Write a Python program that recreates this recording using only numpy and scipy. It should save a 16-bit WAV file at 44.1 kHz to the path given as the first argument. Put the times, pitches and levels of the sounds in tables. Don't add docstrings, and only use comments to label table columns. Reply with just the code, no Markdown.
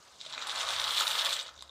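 import sys
import numpy as np
from scipy import signal
from scipy.fft import rfft, irfft, next_fast_len
from scipy.io import wavfile
from scipy.ndimage import uniform_filter1d, map_coordinates

SR = 44100
rng = np.random.default_rng(int(sys.argv[2]) if len(sys.argv) > 2 else 0)


def boost(x):
    u = np.asarray(x, float) / 20
    return 10 ** u


def log_audio(samples):
    frames = np.atleast_2d(samples).T
    limited = np.clip(frames, -1, 1)
    pcm = np.round(limited * 32767).astype(np.int16)
    wavfile.write(sys.argv[1], SR, pcm)


N = 74970

# time_s, rattle_db, chips_over_rattle_db, spray_over_rattle_db
POUR = [(0, -61.5, 9, -11), (.19, -57.5, 3.5, -16), (.23, -52.5, 2.5, -17), (.3, -49.5, -4, -17),
        (.45, -47, 2, -31), (.48, -46.5, -8, -12), (.6, -37, 0, -14), (.655, -46, 2.5, -27),
        (.7, -36, -1, -13.5), (.78, -39, -10, -14.5), (1.01, -32, -19, -13), (1.05, -38, -16, -7.5),
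        (1.2, -37, -20, -10.5), (1.237, -41.5, -16, -9), (1.33, -36.5, -6, -11), (1.44, -49, -3, -21),
        (1.53, -68.5, 11.5, -17), (1.7, -77, 15, -20)]
# time_s, level_db
SPLASHING = [(0, -67.5), (.09, -59), (.17, -65), (.26, -57.5), (.33, -47), (.425, -43.5), (.46, -44),
             (.58, -37), (.655, -40), (.69, -38.5), (.95, -39.5), (1.012, -33.5), (1.04, -38),
             (1.28, -36.5), (1.42, -50.5), (1.495, -54), (1.525, -65), (1.7, -65)]
# start_s, peak_db, pitch_hz
TUBE_KNOCKS = [(0.2043, -35, 3900), (0.2123, -28, 3730), (0.2151, -41, 3720), (0.2509, -38, 3920),
               (0.2632, -34, 3830), (0.2667, -37, 3550), (0.2976, -37, 3690), (0.3081, -41, 3570),
               (0.3248, -28, 3770), (0.3318, -33, 3420), (0.3377, -29, 3650), (0.3481, -30.5, 3970),
               (0.3782, -31, 3580), (0.3943, -37, 3640), (0.4169, -32, 3860), (0.4223, -28, 3840),
               (0.4264, -31, 3600), (0.4305, -37, 3680), (0.4705, -28.5, 3520), (0.4751, -32, 3640),
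               (0.4888, -31, 3870), (0.4948, -23.5, 3580), (0.4993, -33, 3450), (0.5026, -27, 3700),
               (0.5105, -32, 3500), (0.5136, -28, 3420), (0.517, -30, 3440), (0.5589, -24.5, 3930),
               (0.5883, -29, 3510), (0.6081, -27, 3420), (0.6125, -23, 3740), (0.6308, -35, 3960),
               (0.6498, -28.5, 3680), (0.6675, -30, 3690), (0.671, -27, 3980), (0.6881, -23, 3670),
               (0.7052, -23, 3650), (0.7333, -29, 3640), (0.7404, -33, 3600), (0.7639, -25, 3560),
               (0.7762, -28, 3580), (0.7854, -23.5, 3600), (0.7977, -19.5, 3700), (0.8155, -21, 3460),
               (0.8408, -18, 3750), (0.8453, -23, 3890), (0.8778, -20, 3250), (0.8822, -31, 3460),
               (0.9078, -20.5, 3630),
               (0.9466, -24, 3600), (0.9667, -23, 4050), (0.976, -18, 3540), (0.9818, -21, 3580),
                 (1.0001, -21, 3420), (1.0075, -25, 3750), (1.0215, -20, 3800), (1.0686, -19, 3770),
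                 (1.0775, -18, 3720), (1.1037, -24, 3740), (1.1102, -22.5, 3630), (1.1148, -21.5, 3240),
                 (1.131, -23, 3540), (1.1535, -23.5, 3400), (1.1629, -27, 3470), (1.181, -23.5, 3480),
                 (1.19, -20, 3360), (1.193, -24, 3050), (1.1953, -19.5, 3670), (1.21, -23, 3500),
                 (1.2171, -24.5, 3670), (1.2207, -22, 3400), (1.2481, -22, 3540), (1.2544, -20.5, 3400),
                 (1.2582, -20, 3400), (1.262, -19.5, 3710), (1.2664, -19, 3470), (1.292, -23.5, 3970),
                 (1.3069, -21.5, 3730), (1.3285, -20.5, 3430), (1.3313, -25, 3550), (1.339, -24, 4080),
                 (1.3655, -27, 3140), (1.392, -25, 3740), (1.3977, -26, 3710), (1.4036, -29, 3520),
                 (1.4084, -32, 3750), (1.411, -30, 3800), (1.4637, -38, 3690), (1.4691, -36.5, 3780),
                 (1.4802, -35.5, 3560), (1.4912, -38, 3370), (1.5402, -49, 3900), (1.5627, -45, 3710),
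                 (1.577, -42.5, 3700), (1.5884, -44, 3410), (1.5923, -41, 3830), (1.6079, -37.5, 3730),
                 (1.6131, -41, 3900), (1.624, -33, 3720), (1.6772, -46, 3870)]
KNOCKS = TUBE_KNOCKS
# start_s, peak_db, pitch_hz
BRITTLE_TICKS = [(0.2369, -48, 7400), (0.393, -38, 7020), (0.4698, -37, 8200), (0.3784, -31, 2460),
                 (.5555, -29, 7400), (0.762, -41, 7700), (1.007, -21, 7340), (1.2477, -25, 7300),
                 (1.2929, -35, 8300), (1.329, -28, 8200), (1.338, -25, 7400), (1.3646, -28, 7500),
                 (1.42, -37, 8000), (1.4292, -32, 7930), (1.488, -46, 6700), (1.4527, -38, 3400),
                 (1.6938, -38, 3630)]
# start_s, level_db, dull_above_hz
CRACKS = [
    (.2635, -33, 4500),
    (.3782, -28, 3200),
    (.4705, -32, 10000),
    (1.6235, -33, 9000),
]
# pitch_hz, pitch_scatter_ln, level_db, life_cycles
TUBE_MODES = [
    (3700, .12, 0, 7.5),
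    (5600, .06, -12, 8),
    (7500, .05, -18, 12),
    (4400, .07, -8, 7),
    (2400, .13, -14, 6),
]
# start_s, peak_db, pitch_hz
BIG_PLOPS = [(0.251, -43.5, 1296), (0.262, -45.5, 580), (0.312, -42, 1000), (0.337, -35.5, 1000),
             (0.378, -31, 1270), (0.422, -30, 1250), (0.486, -35.5, 965), (0.628, -28, 1110),
             (0.679, -25.5, 1104), (0.728, -29, 1100), (0.868, -30, 1290), (0.89, -25.5, 1270),
             (0.991, -26, 1530), (1.008, -19.5, 1270), (1.158, -37, 1140), (1.465, -50, 550),
             (1.488, -38, 1270), (1.546, -51, 1360), (1.623, -41, 1030)]
# pitch_hz, level_db_per_hz
SLOSH_COLOUR = [(250, -28.5), (430, -21), (520, -5), (800, -9), (1150, 2.5), (2000, -6), (2900, -6),
                (4500, -31)]
# pitch_hz, level_db_per_hz
SPRAY_COLOUR = [(2000, -26), (5000, 7), (9800, 4.5), (10400, -10), (15600, -1)]
# start_s, peak_db
JET_STARTS = [(0.4208, -59), (0.4702, -37.5), (0.5171, -48), (0.5415, -49), (0.5879, -41), (0.615, -35),
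              (0.6782, -39), (0.7111, -42), (0.7835, -47), (0.8004, -36), (0.8812, -43), (0.9162, -37.5),
              (0.9655, -35), (0.9896, -32), (1.079, -32), (1.2454, -37.5), (1.2634, -42), (1.2928, -38),
              (1.3636, -46), (1.3976, -48)]
# pitch_hz, level_db_per_hz
JET_COLOUR = [(4000, -36), (7000, 3), (9800, 2.5), (10500, -5), (15600, -5)]
# time_s, level_db
FINE_SPRAY_GROWTH = [
    (.5, -9.5),
    (.95, 1),
]
# pitch_hz, width_hz, level_db
PAN_MODES = [(1030, 110, -36), (1160, 66, 6), (2423, 16, 2), (3400, 30, -37), (3790, 99, 3),
             (4680, 8.5, -34)]
# pitch_hz, t60_s
ROOM_DECAY = [(300, 0.48), (2000, 0.26), (5000, 0.17), (12000, 0.072)]
# pitch_hz, level_db_per_hz
SIMMER_COLOUR = [(50, -1.5), (300, -4.5), (600, 0), (1300, -3.5), (2400, -31), (4500, -7.5), (9500, -23.5),
                 (15600, -28)]
# centre_s, half_length_s, pitch_hz, level_db
HOB_DRONES = [
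    (.75, .2, 86, -68),
    (.8, .2, 137, -74),
    (.8, .25, 60, -73),
    (1.62, .14, 70, -67),
    (.4, .15, 275, -74),
    (.3, .12, 140, -75),
]
# pitch_hz, level_db
MICROPHONE = [(20, -22), (50, 2), (15400, 2), (15550, -32)]

SWELL_CYCLES = 2.1
SURGE_DB = 1.5


def unit(x):
    return x / np.sqrt(np.mean(x ** 2) + 1e-20)


def along(points, hz):
    f, v = np.transpose(points)
    return np.interp(np.log(hz + 1), np.log(f + 1), v)


def curves(rows):
    s, *columns = np.transpose(rows)
    return [np.interp(np.arange(N) / SR, s, column) for column in columns]


def wobble(rate_hz):
    knots = rng.standard_normal(int(N * rate_hz / SR) + 4)
    return map_coordinates(knots, [np.arange(N) * rate_hz / SR])


def filtered(x, response):
    m = next_fast_len(N + SR // 2)
    return irfft(rfft(x, m) * response(np.fft.rfftfreq(m, 1 / SR)), m)[:N]


def hiss(colour):
    z = signal.stft(rng.standard_normal(N), nperseg=256)[2]
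    patches = uniform_filter1d(rng.standard_normal(z.shape), size=4, axis=0)
    patches = uniform_filter1d(patches, size=5, axis=1)
    x = signal.istft(z * boost(1.8 * unit(patches)), nperseg=256)[1][:N]
    return unit(filtered(x, lambda hz: boost(along(colour, hz))))


def grains(s, hz, db, cycles, attack=.8, rise=0.):
    t = np.arange(600) / SR
    turns = hz[:, None] * t
    swell = 1 - np.exp(-(turns / attack) ** 2)
    decay = boost(db[:, None] + 7 - 20 * turns / cycles)
    glide = 1 + rise * np.minimum(turns / cycles, 1) / 2
    wave = swell * decay * np.sin(2 * np.pi * turns * glide)
    at = np.clip(np.round(s * SR).astype(int), 0, N)[:, None] + np.arange(len(t))
    return np.bincount(at.ravel(), wave.ravel(), N + 1000)[:N]


def stream(per_s, spread_db):
    u = rng.random((int(per_s * N / SR), 2))
    return u[:, 0] * N / SR, -spread_db * np.log(u[:, 1] + .02)


def clusters():
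    width_s = .011
    starts = np.round(np.transpose(KNOCKS)[0] * SR).astype(int)
    crowd = np.bincount(starts, minlength=N)[:N]
    crowd = np.sqrt(abs(filtered(crowd, lambda hz: np.exp(-(np.pi * hz * width_s) ** 2))))
    return unit(crowd - crowd.mean())


def tubes(s, db, pitch):
    out = 0
    for k, (hz, scatter, mode_db, cycles) in enumerate(TUBE_MODES):
        r = rng.standard_normal((len(s), 3)).clip(-2, 1.5)
        f = pitch if k == 0 and pitch is not None else hz * np.exp(scatter * r[:, 0])
        chance = k > 0
        lag_s = chance * .0012 * abs(r[:, 2])
        level_db = db + mode_db + 2.6 * r[:, 1] * chance
        out = out + grains(s + lag_s, f, level_db, cycles, attack=SWELL_CYCLES)
    return out


def rattle():
    flow_db, chip_db, _ = curves(POUR)
    clump = boost(2.5 * clusters())
    s, db = stream(1500, 2)
    knocks = boost(-1) * unit(tubes(s, db, None) * clump)
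    s, db = stream(900, 3.0)
    hz = 6300 * np.exp(.17 * rng.standard_normal(len(s)).clip(-2, 2))
    chips = unit(grains(s, hz, db, 11, attack=SWELL_CYCLES) * clump)
    return boost(flow_db) * (knocks + boost(chip_db - 7) * chips)


def single_knocks():
    s, db, hz = np.transpose(KNOCKS)
    return tubes(s, db + 1, hz)


def brittle_ticks():
    s, db, hz = np.transpose(BRITTLE_TICKS)
    return grains(s, hz, db, 10.3, attack=2.4)


def cracks():
    out, t = np.zeros(N), np.arange(300) / SR
    for s, db, dull_hz in CRACKS:
        burst = boost(db - 60 * t / .007) * rng.standard_normal(len(t))
        band = signal.butter(3, [500, dull_hz], "band", fs=SR)
        out[round(s * SR):][:len(t)] += signal.lfilter(*band, burst)
    return out


def big_plops():
    s, db, hz = np.transpose(BIG_PLOPS)
    return grains(s, hz, db - 3, 6.2, attack=1.05, rise=.06)


def water():
    splash_db, = curves(SPLASHING)
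    s, db = stream(600, 2)
    hz = 1230 * np.exp(.24 * rng.standard_normal(len(s)).clip(-2, 3))
    plops = unit(grains(s, hz, db, 5, attack=.67, rise=.12))
    slosh = boost(-3 + SURGE_DB * wobble(29.78)) * hiss(SLOSH_COLOUR)
    return boost(splash_db) * (boost(-6.5) * plops + slosh)


def pan_hum():
    splash_db, = curves(SPLASHING)
    centre_hz, width_hz = 547.3, 72

    def column(f):
        return (1j * f * width_hz / (centre_hz ** 2 - f * f + 1j * f * width_hz)) ** 2

    note = unit(filtered(rng.standard_normal(N), column))
    late_db = np.interp(np.arange(N) / SR, [1.1, 1.4], [-12, 0])
    return boost(splash_db + late_db - 13) * note


def spray():
    flow_db, _, spray_db = curves(POUR)
    s, db = stream(1500, 2.6)
    hz = 11000 * np.exp(.25 * rng.standard_normal(len(s))).clip(.4, 1.5)
    drops = unit(grains(s, hz, db, 20.0, attack=3.3))
    surge = boost(SURGE_DB * wobble(39.3)) * boost(SURGE_DB * clusters())
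    return boost(flow_db + spray_db + 1.5) * (.45 * drops + surge * hiss(SPRAY_COLOUR))


def jets():
    t, loss_db_per_s = np.arange(N) / SR, 344
    power = 0
    for s, db in JET_STARTS:
        power = power + (t >= s) * boost(2 * (db - 8 - loss_db_per_s * abs(t - s)))
    return np.sqrt(power) * hiss(JET_COLOUR)


def mist():
    x = spray() + jets()
    growth = boost(curves(FINE_SPRAY_GROWTH)[0]) - 1
    return x + growth * filtered(x, lambda hz: hz > 10400)


def pan(x):
    def response(f):
        out = 0
        for k, (centre, width, db) in enumerate(PAN_MODES):
            out = out + (-1) ** k * boost(db) * 1j * f * width / (centre ** 2 - f * f + 1j * f * width)
        return out

    return filtered(x, response)


def room(x):
    hz, t, z = signal.stft(rng.standard_normal(SR // 3), SR, nperseg=256)
    decay = boost(-60 * t / along(ROOM_DECAY, hz)[:, None])
    tail = signal.istft(z * decay, SR, nperseg=256)[1]
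    return signal.fftconvolve(np.pad(x, (120, 0)), tail / np.linalg.norm(tail))[:N]


def hob():
    t, out = np.arange(N) / SR, 0
    for s, half_s, hz, db in HOB_DRONES:
        swell = boost(db) * np.exp(-((t - s) / half_s) ** 2)
        out = out + swell * np.sin(2 * np.pi * hz * t + .84 * wobble(17.0))
    return np.sqrt(2) * out


def simmer():
    return boost(-65) * hiss(SIMMER_COLOUR)


def scene():
    pasta = rattle() + single_knocks() + brittle_ticks() + cracks()
    near = boost(-2) * (pasta + big_plops() + water() + pan_hum() + mist())
    near = near + boost(-13) * pan(near)
    return (near + boost(-8) * room(near) + simmer() + hob())[None]


def roll_off(x):
    return signal.sosfilt(signal.butter(12, 15710, fs=SR, output="sos"), x)


def record(dry):
    mix = filtered(dry[0], lambda hz: boost(along(MICROPHONE, hz)))[None]
    return roll_off(mix)


dry = scene()
out = record(dry)
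log_audio(out)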